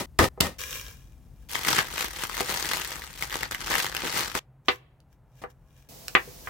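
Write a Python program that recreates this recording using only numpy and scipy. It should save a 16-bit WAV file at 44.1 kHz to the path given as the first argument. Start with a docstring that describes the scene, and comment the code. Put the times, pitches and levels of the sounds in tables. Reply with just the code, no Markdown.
"""A knife knocks on a wooden board: blows ring the board's modes, and noise bursts crush and crack garlic.
Garlic is smashed twice and scraped up; its papery skins rustle as noise grains of hollow, ringing colour.
A crinkly plastic bag is shaken out in swelling noise grains and single snaps; mushrooms tumble out and
are chopped, heard as further blows and crushes. Short, filtered-noise reflections make a small, dry kitchen.
Under it lie room air with a low hum, a low rumble and, near the end, a steady hiss."""
import sys
import numpy as np
from scipy import signal
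from scipy.fft import rfft, irfft
from scipy.io import wavfile
from scipy.ndimage import uniform_filter1d

SR = 44100
rng = np.random.default_rng(int(sys.argv[2]) if len(sys.argv) > 2 else 0)


def output_pcm(signal):
    """Save a mono or channel-first signal as 16-bit PCM at the path in sys.argv[1].

    Samples are clipped to [-1, 1] before scaling.
    """
    pcm = np.clip(np.atleast_2d(signal).T, -1, 1) * 32767
    wavfile.write(sys.argv[1], SR, np.round(pcm).astype(np.int16))


N = 286209
T = np.arange(N) / SR   # time axis [s]

# Levels are relative within each source; spectra are scaled to unit power.
# Blows on the board: t/s, level/dB, contact cut-off f/Hz, board ring level/dB, table thud level/dB
BLOWS = [(0.1909, -13, 1900, -32, -13.5), (0.2155, -22, 1500, -29, -100), (0.3748, -41.5, 900, -15, -100),
         (0.404, -22, 260, -31, -100), (0.4083, -43, 1500, -8, -20.5), (2.405, -26.5, 915, -28, -43),
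         (4.0362, -32, 600, -37, -48), (4.3520, -26.5, 1500, -35, -40), (4.6842, -13, 3954, -33, -38.5),
         (5.4378, -32, 1450, -34, -63.5), (6.1511, -8.5, 2700, -42, -44), (6.273, -45.5, 430, -24, -58),
         (6.473, -31, 2120, -38, -39)]
# Modes of the board: f/Hz, level/dB, decay time T60/s
BOARD_MODES = [(397.8, -1.5, 0.11), (493, -1.5, 0.12), (557, -5, 0.044), (624, -10.5, 0.089),
               (817, -1, 0.062), (1012, -1, 0.041), (1270, 0, 0.071), (1740, 0, 0.056), (2050, -3, .12),
               (2364, -4.5, 0.1)]
# Spectrum of the knock: f/Hz, density level/dB (per Hz)
KNOCK_SPECTRUM = [(60, -9), (550, -6.5), (1200, -1.5), (1900, -1), (3000, -1), (16000, -8)]
# Crisp breaks of garlic skin and flesh: t/s, level/dB, length/s
CRACKS = [(0.188, -21, 0.0016), (0.19, -13, 0.0013), (0.4048, -17, 0.0055), (0.4078, -10, 0.0026),
          (0.882, -39.5, 0.0017), (5.003, -57, 0.002), (6.082, -23, 0.0015)]
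# Blade crushing a clove or mushroom: start t/s, end t/s, level/dB, fall/(dB/s), treble tilt/(dB/octave)
SMASHES = [(0.0, 0.059, -25.5, 345, -0.1), (0.189, 0.245, -17, 95, -1.1), (0.241, 0.288, -19, 398, -0.5),
           (0.414, 0.471, -27, 75, 0.2), (0.467, 0.6, -31, 292, -0.5), (5.416, 5.435, -45, 120, -1.2)]
# Spectrum of the crushed pulp: f/Hz, density level/dB (per Hz)
PULP_SPECTRUM = [(59, -22), (100, -7.5), (330, -4.5), (570, -4.5), (736, -11), (1700, -15.5), (3700, -16.5),
                 (11900, -24.5), (16000, -24)]
# Resonances of the blade: f/Hz, width/Hz, level/dB
BLADE_RESONANCES = [(555, 40, -1.5), (950, 53, 10), (1847, 86, 8.5), (3420, 250, -1.5), (5500, 200, 2.5)]
# Uneven push of the scraped skins: t/s, level/dB
SCRAPE_PUSH = [(0.584, -37.5), (0.612, -33.5), (0.66, -38), (0.757, -34.5), (0.82, -41.5), (0.93, -49.5),
               (0.98, -58), (1.199, -72.5)]
# Fingers, sleeve and blade brushing over the food: t/s at the height, level/dB, build-up and release/s
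BRUSHES = [(1.43, -67.5, 0.058), (4.718, -42.5, .06), (5.13, -66.5, 0.041), (5.393, -59, 0.091),
           (5.508, -59, 0.022), (5.791, -61, 0.19), (6.464, -43, 0.031)]
# Spectrum of the dry skins: f/Hz, density level/dB (per Hz)
SKIN_SPECTRUM = [(250, -15), (500, -4), (780, -22), (1050, -5.5), (2400, -5), (4400, -7.5), (6200, -1.5),
                 (9000, -8.5), (16000, -1.5)]
# Peaks that give the rustle a hollow, ringing colour: f/Hz, level/dB
RUSTLE_PEAKS = [(500, 8), (1050, 6), (1660, 13), (2380, 12), (2830, 10), (3260, 10), (3750, 10), (5560, 8)]
# Tugs and shakes of the bag: t/s at the height, crinkle level/dB, build-up/s, release/s,
# treble level/dB (higher when the film is taut)
TUGS = [(1.555, -34.5, .14, 0.12, 1.5), (1.685, -24, 0.096, 0.21, -3.5), (1.796, -21, 0.23, 0.041, -9.5),
        (2.011, -27.5, 0.18, .13, -4.5), (2.245, -33.5, 0.24, 0.049, -1), (2.409, -31, 0.21, 0.063, -2),
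        (2.499, -29, 0.11, 0.68, -4), (2.73, -32, 0.38, 0.42, -2), (2.94, -36.5, 0.1, 0.059, -5),
        (3.23, -37, 0.095, 0.076, 2), (3.336, -32, 0.07, 0.17, -4.5), (3.436, -30, .12, 0.048, -19),
        (3.514, -36, .008, 0.086, 0.5), (3.603, -32, 0.011, 0.062, -8), (3.72, -25, .13, 0.22, -7.5),
        (3.796, -26, 0.1, 0.12, -3.5), (4.076, -28.5, 0.27, 0.096, -8), (4.178, -23.5, 0.12, 0.18, -6),
        (4.354, -26.5, 0.018, 0.14, -7)]
# Big creases of the bag snapping through: t/s, level/dB
SNAPS = [(1.5554, -20), (1.6734, -21), (1.6861, -19), (1.7153, -21), (1.7907, -15.5), (2.008, -25.5),
         (2.0449, -21), (2.2371, -22), (2.298, -28), (2.3434, -31), (2.3794, -24.5), (2.4069, -19.5),
         (2.4958, -22.5), (2.7357, -18.5), (2.772, -31), (3.0398, -32), (3.2251, -19), (3.299, -32),
         (3.327, -26), (3.3569, -22), (3.4325, -20.5), (3.512, -26), (3.5217, -24.5), (3.548, -22.5),
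         (3.6737, -26), (3.7097, -20.5), (3.7414, -19.5), (3.7549, -16.5), (3.7704, -34), (3.846, -19.5),
         (3.8664, -22.5), (3.95, -21.5), (3.9676, -19.5), (4.129, -28), (4.3773, -25)]
# Spectrum of the plastic film: f/Hz, density level/dB (per Hz)
FILM_SPECTRUM = [(59, -35), (100, -4.5), (415, -1.5), (595, -5), (970, 0), (1870, 0), (2370, -3.5),
                 (2990, -1.5), (7140, -7.5), (10900, -13), (11900, -10), (15000, -10.5), (16000, -19)]
# Papery note of the crumpled film: f/Hz, width/Hz, level/dB
FILM_RESONANCE = [(2110, 494, 3)]
# Brief dips in the level of all sources but the background: from t/s, until t/s
DIPS = [(0.287, 0.372), (4.394, 4.65)]
# Spectrum of the still room: f/Hz, density level/dB (per Hz)
AIR_SPECTRUM = [(20, -18.5), (50, -2), (90, -6.5), (135, -2), (210, -15.5), (350, -19.5), (800, -20.5),
                (2000, -34.5), (5000, -52), (16000, -50)]
# Low hum as a peak in the room air: f/Hz, width/Hz, level/dB
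HUM_RESONANCE = [(131, 18, 9)]
# Spectrum of the low rumble: f/Hz, density level/dB (per Hz)
RUMBLE_SPECTRUM = [(20, -23.5), (45, 6), (80, -3), (130, -12), (250, -17.5), (800, -47.5)]
# Spectrum of the late hiss: f/Hz, density level/dB (per Hz)
HISS_SPECTRUM = [(60, -19), (140, -4.5), (300, -8.5), (900, -13.5), (1400, -21), (3500, -18), (5600, -14),
                 (9100, -20), (16000, -15.5)]
# Peaks in the late hiss: f/Hz, width/Hz, level/dB
HISS_PEAKS = [(500, 32, 7), (672, 32, 11)]

RUSTLE_PEAK_WIDTH_HZ = 110
WAVER_SHARE, WAVERS_PER_S = .02, 9   # the ringing pitches waver by up to this share
SWELL_RANGE_DB = 21.5   # a stroke rises this much over its build-up and sinks as much over its release
BAG_FROM_S, BAG_UNTIL_S = 1.487, 4.393   # the bag is in the hand
HELD_DB, HELD_TREBLE_DB = -69.5, -8.5   # its crinkle between tugs, and the treble relative to that
CRINKLE_SPREAD_DB, CRINKLE_BED_DB = 4, -7.5   # size spread of the buckles; film rubbing under them
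FACET_DB, FACET_T60_S = -20, 0.0042   # drive and decay of a snapped facet's ring
FACET_HZ, FACET_SPREAD_OCTAVES = 2050, .6   # facets differ in size
DIP_DB = -14
EARLY_T60_S, EARLY_SPLIT_HZ = 0.14, 2040   # early decay of the kitchen below the split
TREBLE_DIES_FASTER = 1.2   # ratio of the early decay rate above the split to that below
LATE_DB, LATE_T60_S, LATE_CUT_HZ = -28.5, .52, 3400   # late tail of the kitchen
AIR_DB = -58
# a low rumble is stronger up to 4.39 s, then drops and rises again steadily
RUMBLE_DB, RUMBLE_DROPS_S, DROPPED_DB, RUMBLE_RISE_DB_PER_S = -49.5, 4.39, -70.5, 8.5
HISS_FROM_S, HISS_DB = 5.888, -47
CUTOFF_HZ = 16000


def blows(chatter_s=0.0055, chatter_db=-15, tick_db=-33, thud_hz=80, thud_t60=0.16):
    """Impact excitation: each blow knocks, chatters and rings the board; the table under it thuds."""
    out, t = np.zeros((2, N)), T[:SR // 2]
    click = np.tile(t == 0, (2, 1)) * 1.
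    thud = pan(ring(click, thud_hz, thud_t60), left_db=9.5)
    for s, level_db, contact_hz, ring_db, thud_db in BLOWS:
        chatter = amp(chatter_db) * noise(0, size=len(t)) * np.exp(-t / chatter_s)
        body = colour(click + chatter, KNOCK_SPECTRUM) + amp(ring_db) * board(click)
        body = cut(body, contact_hz, order=4) + amp(tick_db) * body   # a soft contact is a dull one
        body = body / np.sqrt(np.mean(body[:, t < .005] ** 2))   # unit rms at the onset
        add(out, s, amp(level_db) * body + amp(thud_db) * thud)
    return kitchen(out, wet_db=-3.0, wall_hz=7000)


def board(x):
    """Modal superposition: decaying sines, each excited a little differently from spot to spot."""
    spots_db = rng.uniform(-2, 2, len(BOARD_MODES))
    out = 0
    for k, (hz, db, t60) in enumerate(BOARD_MODES):
        sign = (-1) ** k
        out = out + sign * amp(db + spots_db[k]) * ring(x, hz, t60)
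    return out


def smashes(board_db=-9):
    """Crushing fracture: dense crunches of the pulp ring the board while the blade buzzes against it."""
    crunch = grains(per_s=400, spread_db=2.0, colour_db=0.5, grain_s=0.0064, bed_db=1, even_s=0.034)
    wood = amp(board_db) * rms_one(board(crunch))
    out = np.zeros((2, N))
    for start, end, db, fall, tilt_db in SMASHES:
        pressure = amp(db - fall * np.maximum(T - start, 0)) * during(start, end)
        pulp = rms_one(colour(crunch, PULP_SPECTRUM, BLADE_RESONANCES, tilt_db))
        out += pressure * (pulp + wood)
    return pan(out, left_db=2.0)


def cracks():
    """Brittle fracture: skin and flesh give way in brief bursts of bright noise."""
    out = np.zeros((2, N))
    for s, db, length in CRACKS:
        t = T[:int(2 * length * SR) + 2]
        add(out, s, amp(db) * noise(.4, size=len(t)) * np.exp(-(t / length) ** 4))
    spectrum = [(200, -8.0), (2200, -4.0), (4400, 0.5), (9000, -6.0), (16000, -10.5)]   # f/Hz, level/dB
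    return kitchen(colour(out, spectrum), wet_db=-4.5, wall_hz=7890)


def scrape(rustle_db=1):
    """Friction noise: dry skins rustle and tick in one uneven push, and in light brushes."""
    times, levels = np.transpose(SCRAPE_PUSH)
    push = amp(np.interp(T, times, levels)) * during(times[0], BAG_FROM_S)
    brushes = sum(swell(s, db, length, length) for s, db, length in BRUSHES)
    rustle = grains(per_s=170, spread_db=3.5, colour_db=5, grain_s=0.0009, bed_db=2, even_s=0.16)
    peaks = [(hz, RUSTLE_PEAK_WIDTH_HZ, db) for hz, db in RUSTLE_PEAKS]
    rustle = colour(rustle, SKIN_SPECTRUM, peaks)
    waver = np.interp(T * WAVERS_PER_S, np.arange(N), rng.uniform(-1, 1, N))
    warped = T + WAVER_SHARE * np.cumsum(waver) / SR   # a varying reading speed bends the pitch
    bent = np.array([np.interp(warped, T, side, period=N / SR) for side in rustle])
    return pan(bent, left_db=2.0) * amp(rustle_db) * (push + brushes)


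def bag(split_hz=5000, crinkle_db=-1.7, treble_db=6, snap_s=.0013, snap_db=-1.5):
    """Buckling of a thin film: small buckles crinkle, sharper when taut; big creases snap singly."""
    body, treble = handling()
    held = during(BAG_FROM_S, BAG_UNTIL_S)
    crinkle = grains(per_s=430, spread_db=CRINKLE_SPREAD_DB, colour_db=8, grain_s=.0014,
                     bed_db=CRINKLE_BED_DB, even_s=.035)
    dull = cut(crinkle, split_hz, order=1)
    sharp = pan(crinkle - dull, left_db=0.5)
    film = held * amp(crinkle_db) * (body * dull + amp(treble_db) * treble * sharp)
    t = T[:SR // 150]
    for s, db in SNAPS:
        hz = FACET_HZ * 2 ** (FACET_SPREAD_OCTAVES * rng.uniform(-1, 1))
        # the crease runs through the film in a millisecond or so
        snap = noise(0.19, size=len(t)) * t * np.exp(-2 * t / snap_s)
        snap = snap + amp(FACET_DB) * ring(snap, hz, FACET_T60_S)   # each facet has a pitch of its own
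        snap = snap / np.sqrt(np.mean(snap[:, t < .0015] ** 2))
        add(film, s - snap_s, amp(db + snap_db) * snap)
    heard = kitchen(colour(film, FILM_SPECTRUM, FILM_RESONANCE), wet_db=-5, wall_hz=9600)
    return pan(heard, left_db=3.0)


def handling():
    """Power addition: tugs add to the stir of the held bag, giving gains for crinkle and treble."""
    body, treble = amp(HELD_DB) ** 2, amp(HELD_DB + HELD_TREBLE_DB) ** 2
    for s, db, build_s, release_s, treble_db in TUGS:
        tug = swell(s, db, build_s, release_s)
        body = body + tug ** 2
        treble = treble + (tug * amp(treble_db)) ** 2
    return np.sqrt(body), np.sqrt(treble)


def swell(s, db, build_s, release_s):
    """Exponential envelope: a stroke of the hand builds to its height and lets go, evenly in dB."""
    away = np.maximum((s - T) / max(build_s, 1e-3), (T - s) / max(release_s, 1e-3))
    return amp(db - SWELL_RANGE_DB * np.minimum(away, 10))


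def kitchen(x, wet_db, wall_hz):
    """Reverberant decay: dense reflections die fast, treble first; a faint, dull tail lingers."""
    t = T[:SR // 2]
    fade = amp(-60 * t / EARLY_T60_S) * (t > .002)
    scatter = noise(0, size=len(t))
    early_low = cut(scatter, EARLY_SPLIT_HZ, order=3) * fade
    early_high = cut(scatter, EARLY_SPLIT_HZ, "high", order=3) * fade ** TREBLE_DIES_FASTER
    late = amp(LATE_DB - 60 * t / LATE_T60_S) * cut(noise(0, size=len(t)), LATE_CUT_HZ)
    echoes = (early_low + early_high + late) / np.linalg.norm(fade)
    echoes = cut(cut(echoes, wall_hz, order=1), 130, "high", order=1)
    return x + amp(wet_db) * signal.fftconvolve(x, echoes, axes=1)[:, :N]


def background():
    """Filtered noise: room air with a low hum, a low rumble of varying level, a late hiss."""
    air = amp(AIR_DB) * colour(noise(1.0), AIR_SPECTRUM, HUM_RESONANCE)
    rising_db = DROPPED_DB + RUMBLE_RISE_DB_PER_S * (T - RUMBLE_DROPS_S)
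    rumble_db = np.where(T < RUMBLE_DROPS_S, RUMBLE_DB, rising_db)
    rumble = pan(colour(amp(rumble_db) * noise(.9), RUMBLE_SPECTRUM), left_db=4.5)
    hiss = colour(noise(0.17), HISS_SPECTRUM, HISS_PEAKS)
    hiss = amp(HISS_DB) * during(HISS_FROM_S, np.inf) * hiss
    return air + rumble + pan(hiss, left_db=-1.0)


def grains(per_s, spread_db, colour_db, grain_s, bed_db, even_s):
    """Granular noise: random bursts of uneven size and colour on a fine rustle, evened in level."""
    struck = rng.random(N) < per_s / SR
    sizes = amp(spread_db * np.minimum(rng.exponential(1, N), 3)) * struck
    edges_hz = [30, 600, 1200, 2200, 3800, 6500, 11000, 19000]
    x = 0
    for band in zip(edges_hz, edges_hz[1:]):
        strength = sizes * amp(colour_db * rng.uniform(-1, 1, N))
        energy = signal.lfilter([1], [1, -np.exp(-2 / (grain_s * SR))], strength ** 2 + 1e-18)
        white = noise(.8 / (1 + band[0] / 1200))   # left and right agree most in the bass
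        burst = white * np.sqrt(energy / energy.mean() + amp(bed_db) ** 2)
        x = x + signal.sosfilt(signal.butter(2, band, "band", fs=SR, output="sos"), burst)
    return x / np.sqrt(uniform_filter1d(np.mean(x ** 2, axis=0), int(even_s * SR)) + 1e-9)


def ring(x, hz, t60):
    """Damped resonator: a unit click sets a decaying sine of initial height 1 ringing."""
    r, w = amp(-60 / (t60 * SR)), 2 * np.pi * hz / SR
    return signal.lfilter([0, np.sin(w)], [1, -2 * r * np.cos(w), r * r], x + 1e-18)


def colour(x, spectrum, peaks=(), tilt_db=0, size=8192):
    """Minimum-phase filtering: unit power, a smooth spectrum, a tilt per octave and resonant peaks."""
    hz = np.maximum(np.fft.rfftfreq(size, 1 / SR), 1)
    knots, levels = np.transpose(spectrum)
    db = np.interp(np.log(hz), np.log(knots), levels) + tilt_db * np.log2(hz)
    for centre, width, gain in peaks:
        db = db + gain / (1 + (2 * (hz - centre) / width) ** 2)
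    cepstrum = irfft(np.log(amp(db)))[:size // 2]   # the causal half sets the phase
    cepstrum[0] = 0
    response = irfft(np.exp(rfft(2 * cepstrum, size)))
    response = response / np.linalg.norm(response)
    return signal.fftconvolve(x, response[None], axes=1)[:, :x.shape[1]]


def cut(x, hz, kind="low", order=2):
    """Butterworth filtering: low- or high-pass."""
    return signal.sosfilt(signal.butter(order, min(hz, .45 * SR), kind, fs=SR, output="sos"), x + 1e-18)


def noise(alike, size=N):
    """Interchannel correlation: mid and side mix to stereo white noise with a given likeness."""
    mid, side = rng.standard_normal((2, size))
    alike = np.clip(alike, -1, 1)
    return (np.sqrt(1 + alike) * mid + np.sqrt(1 - alike) * side * [[1], [-1]]) / np.sqrt(2)


def pan(x, left_db):
    """Level difference between channels: left louder than right by so many dB."""
    return x * amp([[left_db / 2], [-left_db / 2]])


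def amp(db):
    """Logarithmic level: decibels to amplitude gain."""
    return 10 ** (np.asarray(db) / 20)


def rms_one(x):
    """Power normalisation: scale to unit rms."""
    return x / np.sqrt(np.mean(x ** 2) + 1e-20)


def during(start, end):
    """Time gating: one between two times, with millisecond edges."""
    return np.clip((T - start) * 1000, 0, 1) * np.clip((end - T) * 1000, 0, 1)


def add(out, s, sound):
    """Superposition: mix a short sound in at a time."""
    at = max(round(s * SR), 0)
    out[:, at:at + sound.shape[1]] += sound[:, :N - at]


def scene():
    """Superposition of all sources in stereo; their level dips briefly, the background's does not."""
    dipped = sum(during(start, end) for start, end in DIPS)
    sources = blows() + cracks() + smashes() + scrape() + bag()
    return sources * amp(DIP_DB * dipped) + background()


def record(dry):
    """Band limiting and saturation: deepest bass lost, hardest peaks rounded, top cut."""
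    rounded = 1.1 * np.tanh(cut(dry, 33, "high") / 1.1)
    return signal.sosfilt(signal.ellip(10, .1, 70, CUTOFF_HZ, fs=SR, output="sos"), rounded)


dry = scene()
out = record(dry)
output_pcm(out)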